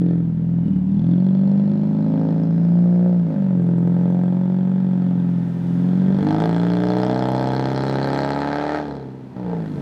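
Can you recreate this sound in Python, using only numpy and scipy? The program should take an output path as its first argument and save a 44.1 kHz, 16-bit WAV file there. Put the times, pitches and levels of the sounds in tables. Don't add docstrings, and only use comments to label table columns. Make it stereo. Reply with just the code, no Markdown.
import sys
import numpy as np
from scipy import signal
from scipy.fft import rfft, irfft, next_fast_len
from scipy.io import wavfile
from scipy.ndimage import uniform_filter1d

SR = 44100
rng = np.random.default_rng(int(sys.argv[2]) if len(sys.argv) > 2 else 0)


def put_to_file(sound):
    columns = np.atleast_2d(sound).T
    safe = np.clip(columns, -1, 1)
    whole_steps = np.round(safe * 32767)
    wavfile.write(sys.argv[1], SR, whole_steps.astype(np.int16))


N = 432621

# pitch_hz, relative_db
AIR_SPECTRUM = [(25, -29.5), (60, -16.5), (200, 0), (400, -12), (700, -16.5), (950, -18), (1150, -29.5),
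                (1600, -32.5), (2500, -35.5), (6000, -50.5), (12000, -69)]
# time_s, level_db
AIR_LEVEL = [(0, -44), (.9, -40), (1.6, -37.5), (3.3, -39), (5, -39.5), (6, -34.5), (9, -42), (9.81, -36)]
# pitch_hz, correlation
AIR_CORRELATION = [(30, 0.58), (1000, 0.99), (4000, 1), (12000, 0.44)]
# time_s, rumble_db, hiss_db
BREEZE_LEVELS = [(0, -43, -84), (1, -66, -73), (3, -66, -68.5), (4.9, -80.5, -73), (5.3, -51, -65),
                 (5.7, -52.5, -59), (6.1, -39.5, -63), (6.6, -47, -60), (8.9, -64, -83), (9.3, -57, -73),
                 (9.81, -41, -58)]
# time_s, firing_hz
FIRING_RATE = [(0.0, 43.75), (0.16, 42.49), (0.34, 41.03), (0.6, 43.1), (0.75, 37.0), (0.81, 36.79),
               (0.99, 40.61), (1.23, 46.74), (1.56, 49.44), (1.76, 51.12), (2.49, 55.18), (2.79, 58.35),
               (3.09, 59.67), (3.2, 58.04), (3.4, 48.81), (3.6, 43.3), (3.8, 43.22), (4.1, 44.43),
               (4.41, 45.61), (4.78, 46.63), (5.2, 44.11), (5.53, 42.92), (5.72, 43.36), (6.19, 48.46),
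               (6.48, 55.9), (6.63, 58.04), (6.9, 60.68), (7.17, 63.34), (7.5, 65.11), (7.92, 67.34),
               (8.26, 69.62), (8.5, 72.01), (8.76, 75.29), (8.83, 73.54), (9.06, 65.5), (9.29, 64.93),
               (9.37, 62.48), (9.58, 55.52), (9.76, 48.77), (9.81, 47.8)]
CYLINDERS = [0.91, -1.8, -0.68, -2.5]
# time_s, gain_db
DRONE_DRIVE = [(0, .5), (.3, .9), (.6, 2), (.76, 4), (.84, 1.5), (1.0, 4.5), (1.2, 3), (1.5, 3.2),
               (2.1, 4.5), (2.8, 2), (3.15, .2), (3.3, 2), (3.55, 1.2), (4.1, 1.1), (4.8, 1.1), (5.4, -1.5),
               (5.52, -5), (5.85, 1.1), (6.3, 7), (6.6, 3), (6.9, 1.1), (7.2, -1.3), (8, 1.5), (8.8, -7),
               (9.0, -9), (9.355, -19), (9.365, -7), (9.6, -2.1), (9.81, -3)]
# pitch_hz, part_throttle_db, full_throttle_db
PIPE_RESPONSE = [(72.4, -46.5, -58), (96, -53.5, -43), (111.4, -46, -44.5), (128.7, -33.5, -28.5),
                 (152.7, -37, -37), (174.9, -24, -27.5), (196, -24, -36.5), (200, -25, -39),
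                 (215.8, -40, -38), (241, -34, -51), (251.3, -33.5, -30.5), (267.9, -29.5, -40.5),
                 (285.8, -45.5, -32.5), (305, -36.5, -29.5), (343, -48, -38.5), (356, -35, -40),
                 (458, -40.5, -21.5)]
# firing_hz, level_db
FUNDAMENTAL_LEVEL = [(42, -67), (59, -50.5), (74, -43.5)]
HARMONICS = [4.5, 7, 5.5, 2.05, -2.5, -8.5]
# time_s, third_db, fourth_db, fifth_db, sixth_db, seventh_db
HARMONIC_SHIFTS = [(0, -2, 1.5, 0, 5, 17), (.2, -1, 2.5, -6.5, -3.5, 18), (.36, -0.5, 1, -1, -6.5, 5),
                   (.7, -1.5, -0.5, -0.5, -2, 0), (1.1, -0.5, -0.5, 2.5, 2, 10.5),
                   (1.7, 2, 0, -7.5, -4, 4.5), (2.1, -0.5, 4, -1.5, -0.5, -4), (2.6, 1.5, -1, 1.5, 4, -1.5),
                   (3.1, 1.5, -5, -3.5, 3.5, -7.5), (3.7, 0, 1.5, 0.5, -2, 6.5), (4.5, -1, -1, -1, -1, 6),
                   (5.5, 0.5, 1, 4, 2, 0.5), (6.3, -1.5, -2.5, -1.5, 6.5, -3.5), (7, 1.5, -2.5, 3, -5, 7.5),
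                   (7.8, -1, 4, 0.5, 0, -8), (8.6, -1, 3.5, 1, -4, -4.5), (9.3, 0.5, 2, -2.5, 0.5, -6),
                   (9.81, 1.5, -1.5, 0, -2.5, 7)]
# pitch_hz, width_hz, relative_db
BURBLE_MODES = [(176, 23, 4.5), (284.8, 35, 0)]
# centre_s, half_width_s, gain_db
BURBLE_BUMPS = [(.71, 0.07, 8), (1.02, 0.024, -5), (2.3, .4, 4.5), (9.43, .08, -5), (9.78, 0.053, 10)]
# time_s, low_bark_db, upper_bark_db, rasp_db
STEEPNESS = [(0.0, -32, -58, -62), (0.12, -30.5, -49, -63.5), (0.27, -42.5, -56, -69.5),
             (0.6, -41.5, -50, -68.5), (0.68, -41, -59, -57), (0.84, -54, -59, -68),
             (0.97, -40.5, -56, -59.5), (1.08, -36, -42, -57), (1.5, -36, -39, -61),
             (1.95, -38, -38, -63.5), (2.24, -29, -33.5, -61.5), (2.53, -37.5, -40.5, -64),
             (3.11, -41, -33.5, -70), (3.25, -38, -43.5, -71), (3.31, -42.5, -34.5, -68.5),
             (3.63, -31, -40, -69.5), (4.0, -31.5, -35, -65), (5.1, -36.5, -42, -62),
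             (5.55, -41, -48.5, -61), (6.1, -30.5, -39, -55.5), (6.33, -26.5, -27.5, -46),
             (6.8, -30, -28, -46.5), (6.94, -28.5, -24.5, -44), (7.4, -33, -24.5, -44),
             (7.75, -30, -27.5, -42.5), (8.2, -27, -24, -41.5), (8.6, -36.5, -27.5, -49),
             (8.81, -32, -29, -52.5), (8.84, -40, -34, -55.5), (8.9, -28.5, -33.5, -53.5),
             (9.15, -49.5, -46, -70), (9.355, -60, -55, -71), (9.363, -46, -36.5, -65),
             (9.44, -37, -36, -65), (9.53, -25.5, -29, -66), (9.62, -39.5, -36.5, -64),
             (9.7, -44, -43, -61.5), (9.81, -34, -39.5, -61)]
# centre_s, half_width_s, gain_db
STEEPNESS_BUMPS = [(.67, 0.015, 4), (.765, 0.013, 9), (6.3, 0.037, 2), (6.43, 0.042, 2.5),
                   (9.66, 0.0067, 5), (9.76, .01, -2)]
# centre_s, half_width_s, share_lost
SOFTENINGS = [(.42, .13, .5), (5.6, 0.55, 0.97), (9.2, 0.2, 0.86)]
# delay_s, gain_db
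PULSE_RETURNS = [(.007, -15.5), (.011, -16)]
# delay_s, gain_db
STEEP_RETURNS = [(.0068, -11.5)]
# pitch_hz, width_hz, part_throttle_db, full_throttle_db
BARK_GROUPS = [
    [(321, 54, 10, 7.5), (323.7, 54, 13.5, 4), (441.2, 31, 9.5, 13)],
    [(472.4, 38, 3.5, 0), (541, 68, 5.5, -8), (616.5, 64, -2, 2.5)],
    [(681.5, 81, 8, 6.5), (840, 140, 5.5, 4.5), (896, 110, -17, -12)],
]
# base_db, swing_ratio, full_throttle_db
BARK_TRACKING = [(-30.5, 1.15, -3.5), (-38.5, 1.28, 5)]
# time_s, low_group_top_db, middle_group_top_db, whole_high_group_db
BARK_COLOUR = [(0, -1.5, -6, -5.5), (.6, -1, 0, -6), (1.1, -6.5, -2, -1), (1.7, 0, -3.5, -0.5),
               (2.2, -1, -0.5, 4), (3, 0.5, 4, -3), (3.7, 2.5, -1.5, 2.5), (4.5, -1, 1, 5.5),
               (5.3, 2, -2, 8), (6.2, -2.5, -2.5, 3.5), (6.7, -1, 1.5, -5.5), (7.4, 2, 0.5, 0),
               (8.1, -9, -5, -2), (8.7, 11, 6, 3), (9.3, 4, -6, -0.5), (9.81, -5, -2, -4)]
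# pitch_hz, width_hz, relative_db
SNAP_RESONANCES = [(1275, 250, 7.5), (1554, 85, 1), (1775, 40, -2), (2350, 300, -17)]
# time_s, whole_db, upper_two_db
SNAP_COLOUR = [(0, 3.5, 11.5), (1.2, -7.5, -14), (2.2, -3.5, -4.5), (3.3, 1, -12), (4.5, -1.5, -12),
               (5.5, 0.5, 6), (6.4, -1.5, -14), (7.3, -4, -1.5), (8.3, 0, -3), (8.75, 8, -3), (8.9, -2, -1),
               (9.81, 0, 4)]
# pitch_hz, width_hz, relative_db
RASP_RESONANCES = [(2980, 170, 13), (3363, 590, 14.5), (4095, 780, 16), (4810, 780, -0.5),
                   (6000, 260, -7.5), (7740, 990, -8.5), (10700, 3200, -18.5)]
# time_s, lowest_db, third_db, fourth_db, top_db
RASP_COLOUR = [(0, -4, -10, -10, -4), (.55, 11, -15.5, -13.5, 3.5), (.8, 13.5, -18, -13, -4),
               (1.05, -2, -10, -8, -11.5), (1.3, -3.5, -6, -3.5, -11), (1.55, -11, -3.5, 1, -11.5),
               (1.8, -12, -1, 2.5, -3.5), (2.3, -11, -1.5, 12, -11.5), (2.8, 0.5, -1, 17.5, -9),
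               (3.1, -0.5, 3.5, 19.5, -5.5), (3.7, -9, -18.5, -13.5, 13), (4.5, -12.5, -18, -5.5, 1.5),
               (5.4, 7, -19, -9.5, -3.5), (6.3, -9, -8, -2, -4), (7.3, -14, -5, 6.5, 1),
               (8.2, -14, 6.5, 7, 9.5), (8.8, -12, -0.5, 5, 4), (9.81, 1, -6, -5, -8)]
# pitch_hz, width_hz, share_lost
PIPE_NOTCHES = [(1030, 600, 0.75), (2625, 1500, 0.65)]
# delay_s, gain_db
CAR_PARK_ECHOES = [(0.045, -26.5), (0.101, -23.5)]
# pitch_hz, left_minus_right_db
CAPSULE_BALANCE = [(60, 8.9), (400, 8.9), (1000, 7.5), (2500, 7.5), (5000, 8.5), (7500, 3), (12000, 2)]

PIPE_HZ, PIPE_WIDTH_HZ = 184.5, 18
FULL_THROTTLE_S, OPENING_S = 6.1, 0.25
NEAR_DB, RECEDE_S = 3.5, 1.9
SWELL_HZ, SWELL_DB = 539.5, 1
SECOND_BEAT_S, SECOND_BEAT_SHARE = .0064, .34
BARK_AT_S, SNAP_AT_S, RASP_AT_S = .0004, .0005, .0002
BARK_MEAN_DB, SNAP_DB, SNAP_BARK_SHARE, BURBLE_TRIM_DB = -34, 4.5, .45, -10
TIME_S = np.arange(N) / SR


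def from_db(db):
    return 10 ** (np.asarray(db) / 20)


def in_time(rows):
    times, *columns = np.transpose(rows)
    return [np.interp(TIME_S, times, column) for column in columns]


def at_hz(rows, hz, column=1):
    rows = np.array(rows)
    return np.interp(np.log(hz), np.log(rows[:, 0]), rows[:, column])


def bumps(rows):
    return sum(size * np.exp(-((TIME_S - centre) / width) ** 2) for centre, width, size in rows)


def evened(x):
    power = uniform_filter1d(uniform_filter1d(x ** 2, size=5000), size=5000)
    return x / np.sqrt(np.maximum(power, 0) + 1e-16)


def cut(x, hz, kind, order=4):
    return signal.sosfilt(signal.butter(order, hz, kind, fs=SR, output="sos"), x)


def modes(x, table, sign=1):
    out = 0
    for k, (hz, width_hz, level_db) in enumerate(table):
        r = np.exp(-np.pi * width_hz / SR)
        b = (1 - r * r) / 2 * np.array([1, 0, -1])
        a = [1, -2 * r * np.cos(2 * np.pi * hz / SR), r * r]
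        out = out + sign ** k * from_db(level_db) * signal.lfilter(b, a, x + 1e-18)
    return out


def repeats(x, table):
    out = x.copy()
    for delay, level_db in table:
        lag = round(delay * SR)
        out[..., lag:] += from_db(level_db) * x[..., :N - lag]
    return out


def clicks(at, sizes):
    whole = np.clip(at.astype(int), 0, N - 2)
    part = at - whole
    return np.bincount(whole, sizes * (1 - part), N) + np.bincount(whole + 1, sizes * part, N)


def bursts(fronts, decay_s, steady, spread):
    gate = signal.lfilter([1], [1, -np.exp(-1 / (decay_s * SR))], fronts)
    return (gate + steady) * (rng.standard_normal(N) + spread * rng.standard_normal((2, N)))


def scatter(at):
    return np.clip(rng.standard_normal(len(at)), -2.3, 2.3)


def waver(depth_db=2, per_s=9):
    return depth_db * np.interp(TIME_S * per_s, np.arange(100), rng.standard_normal(100))


def distant_air():
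    hz = np.maximum(np.fft.rfftfreq(N, 1 / SR), 10)
    mid, side = rfft(rng.standard_normal((2, N))) * from_db(at_hz(AIR_SPECTRUM, hz))
    alike = at_hz(AIR_CORRELATION, hz)
    pair = irfft(np.sqrt(1 + alike) * mid + np.sqrt(1 - alike) * side * [[1], [-1]], N)
    return from_db(in_time(AIR_LEVEL)[0]) * pair / np.sqrt(np.mean(pair ** 2))


def breeze():
    rumble_db, hiss_db = in_time(BREEZE_LEVELS)
    rumble = evened(cut(cut(rng.standard_normal(N), 210, "low"), 45, "high"))
    leaves = rng.standard_normal(N) + rng.standard_normal((2, N))
    hiss = cut(cut(leaves, 900, "high", order=1), 5200, "low", order=1)
    return from_db(rumble_db) * rumble + from_db(hiss_db) * hiss


def throttle():
    return np.clip((TIME_S - FULL_THROTTLE_S) / OPENING_S, 0, 1)


def through_pipe(hz):
    part_db, full_db = (at_hz(PIPE_RESPONSE, hz, column) for column in (1, 2))
    return part_db + throttle() * (full_db - part_db)


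def burble(rate, at, drive_db):
    uneven = clicks(at, (-1.) ** np.arange(len(at)) + .25 * scatter(at))
    ring = modes(uneven, BURBLE_MODES, sign=-1)
    ring = evened(cut(cut(ring, 130, "high"), 340, "low", order=6))
    pipe_gain = np.sqrt(sum(from_db(through_pipe(k * rate)) ** 2 for k in (3.5, 4.5, 5.5)))
    return from_db(drive_db + bumps(BURBLE_BUMPS) + BURBLE_TRIM_DB) * pipe_gain * ring


def steep_fronts(at, sizes):
    firmness = 1 - np.clip(bumps(SOFTENINGS), 0, 1)
    return firmness * repeats(clicks(at, sizes), STEEP_RETURNS)


def rasp(fronts, at, turns, light_load):
    gust = 4.5 * fronts + bursts(fronts, decay_s=.0012, steady=.055 + .035 * light_load, spread=.3)
    firing = np.clip(turns.astype(int), 0, len(at) - 1)
    lowest_db, third_db, fourth_db, top_db = in_time(RASP_COLOUR)
    colour_db = [lowest_db, 0, third_db, fourth_db, top_db, top_db, top_db]
    out = 0
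    for k, (hz, width_hz, level_db) in enumerate(RASP_RESONANCES):
        flicker_db = (4.4 if k > 3 else 2.2) * scatter(at)[firing]
        struck = gust * from_db(level_db + colour_db[k] + flicker_db)
        band = [(hz, width_hz, 0)]
        out = out + modes(modes(struck, band), band)
    return evened(out)


def snap(fronts, light_load):
    whole_db, upper_db = in_time(SNAP_COLOUR)
    puffs = (.035 + .05 * light_load) * bursts(fronts, decay_s=.003, steady=.4, spread=.2)
    resonances = [(hz, width_hz, db + (k > 1) * upper_db + waver())
                  for k, (hz, width_hz, db) in enumerate(SNAP_RESONANCES)]
    ring = modes(puffs - fronts, resonances)
    return from_db(whole_db) * evened(cut(cut(ring, 1000, "high", order=2), 3500, "low", order=2))


def bark_pulses(rate, turns, at, sizes):
    struck_at = at + BARK_AT_S * SR
    pulses = clicks(struck_at + .6 * scatter(at), sizes / sizes.mean())
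    second_beat = clicks(struck_at + SECOND_BEAT_S * SR, (-1.) ** np.arange(len(at)))
    pulses -= SECOND_BEAT_SHARE * throttle() * second_beat
    lowest = sum(np.cos(2 * np.pi * k * (turns - BARK_AT_S * rate)) for k in range(1, 8))
    pulses -= rate / SR * (1 + 2 * lowest)
    gas = .011 * bursts(clicks(struck_at, sizes), decay_s=.008, steady=.3, spread=0)[0]
    return cut(repeats(gas - pulses, PULSE_RETURNS), 680, "low", order=2)


def bark(pulses, rate, low_db, upper_db):
    full = throttle()
    middle_db, high_db = (base_db + ratio * (upper_db - BARK_MEAN_DB) + full_db * full
                          for base_db, ratio, full_db in BARK_TRACKING)
    middle_db += SWELL_DB * np.cos(2 * np.pi * SWELL_HZ / rate) * (1 - full)
    low_top_db, middle_top_db, high_shift_db = in_time(BARK_COLOUR)
    levels_db = [low_db, middle_db, high_db + high_shift_db]
    out = 0
    for group, level_db, top_db in zip(BARK_GROUPS, levels_db, [low_top_db, middle_top_db, 0]):
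        resonances = [(hz, width_hz, part_db + (full_db - part_db) * full + (k == 2) * top_db + waver())
                      for k, (hz, width_hz, part_db, full_db) in enumerate(group)]
        skirt = [(np.mean([row[0] for row in group]), 400, 0)]
        out = out + from_db(level_db) * evened(modes(modes(pulses, resonances), skirt))
    return out


def drone(rate, turns, drive_db, low_bark_db):
    fundamental_db = np.minimum(at_hz(FUNDAMENTAL_LEVEL, rate), low_bark_db - 12)
    near_db = NEAR_DB * np.exp(-(TIME_S / RECEDE_S) ** 2)
    shifts_db = [near_db] + in_time(HARMONIC_SHIFTS)
    overtones_db = [drive_db + db + shifts_db[k - 2] + through_pipe(k * rate)
                    for k, db in enumerate(HARMONICS, 2)]
    out = 0
    for k, level_db in enumerate([fundamental_db] + overtones_db, 1):
        gain = from_db(uniform_filter1d(level_db, size=900))
        hz = k * rate
        lag = np.arctan2(hz * PIPE_WIDTH_HZ, PIPE_HZ ** 2 - hz ** 2)
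        out = out + np.sqrt(2) * gain * np.sin(2 * np.pi * k * turns - lag)
    return out


def exhaust():
    rate, = in_time(FIRING_RATE)
    drive_db, = in_time(DRONE_DRIVE)
    low_db, upper_db, rasp_db = in_time(STEEPNESS) + bumps(STEEPNESS_BUMPS)
    snap_db = SNAP_DB + SNAP_BARK_SHARE * upper_db + (1 - SNAP_BARK_SHARE) * rasp_db
    light_load = np.clip((-48 - rasp_db) / 12, 0, 1)
    turns = np.cumsum(rate) / SR - .7
    count = np.arange(int(turns[-1]) + 1)
    at = np.interp(count, turns, np.arange(N))
    cylinder_db, vigour = np.array(CYLINDERS)[count % 4], scatter(at)
    pulse_sizes = from_db(1.3 * cylinder_db + .45 * vigour)
    front_sizes = from_db(cylinder_db + 1.4 * vigour)
    snap_fronts, rasp_fronts = (steep_fronts(at + s * SR, front_sizes) for s in (SNAP_AT_S, RASP_AT_S))
    edge = (bark(bark_pulses(rate, turns, at, pulse_sizes), rate, low_db, upper_db)
            + from_db(snap_db) * snap(snap_fronts, light_load)
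            + from_db(rasp_db) * rasp(rasp_fronts, at, turns, light_load))
    for hz, width_hz, share in PIPE_NOTCHES:
        edge -= share * modes(edge, [(hz, width_hz, 0)])
    body = drone(rate, turns, drive_db, low_db) + burble(rate, at, drive_db)
    return body + repeats(edge, CAR_PARK_ECHOES)


def scene():
    return distant_air() + breeze() + exhaust()


def record(dry, hiss_db=-69, cutoff_hz=15500):
    size = next_fast_len(N + 4096)
    lean = from_db(at_hz(CAPSULE_BALANCE, np.maximum(np.fft.rfftfreq(size, 1 / SR), 10)))
    gains = np.array([lean, np.ones_like(lean)]) * 2 / (1 + lean)
    pair = irfft(rfft(dry, size) * gains, size)[:, :N]
    pair += from_db(hiss_db) * cut(rng.standard_normal((2, N)), 9000, "low", order=1)
    return signal.sosfilt(signal.cheby2(12, 70, cutoff_hz, fs=SR, output="sos"), pair)


dry = scene()
out = record(dry)
put_to_file(out)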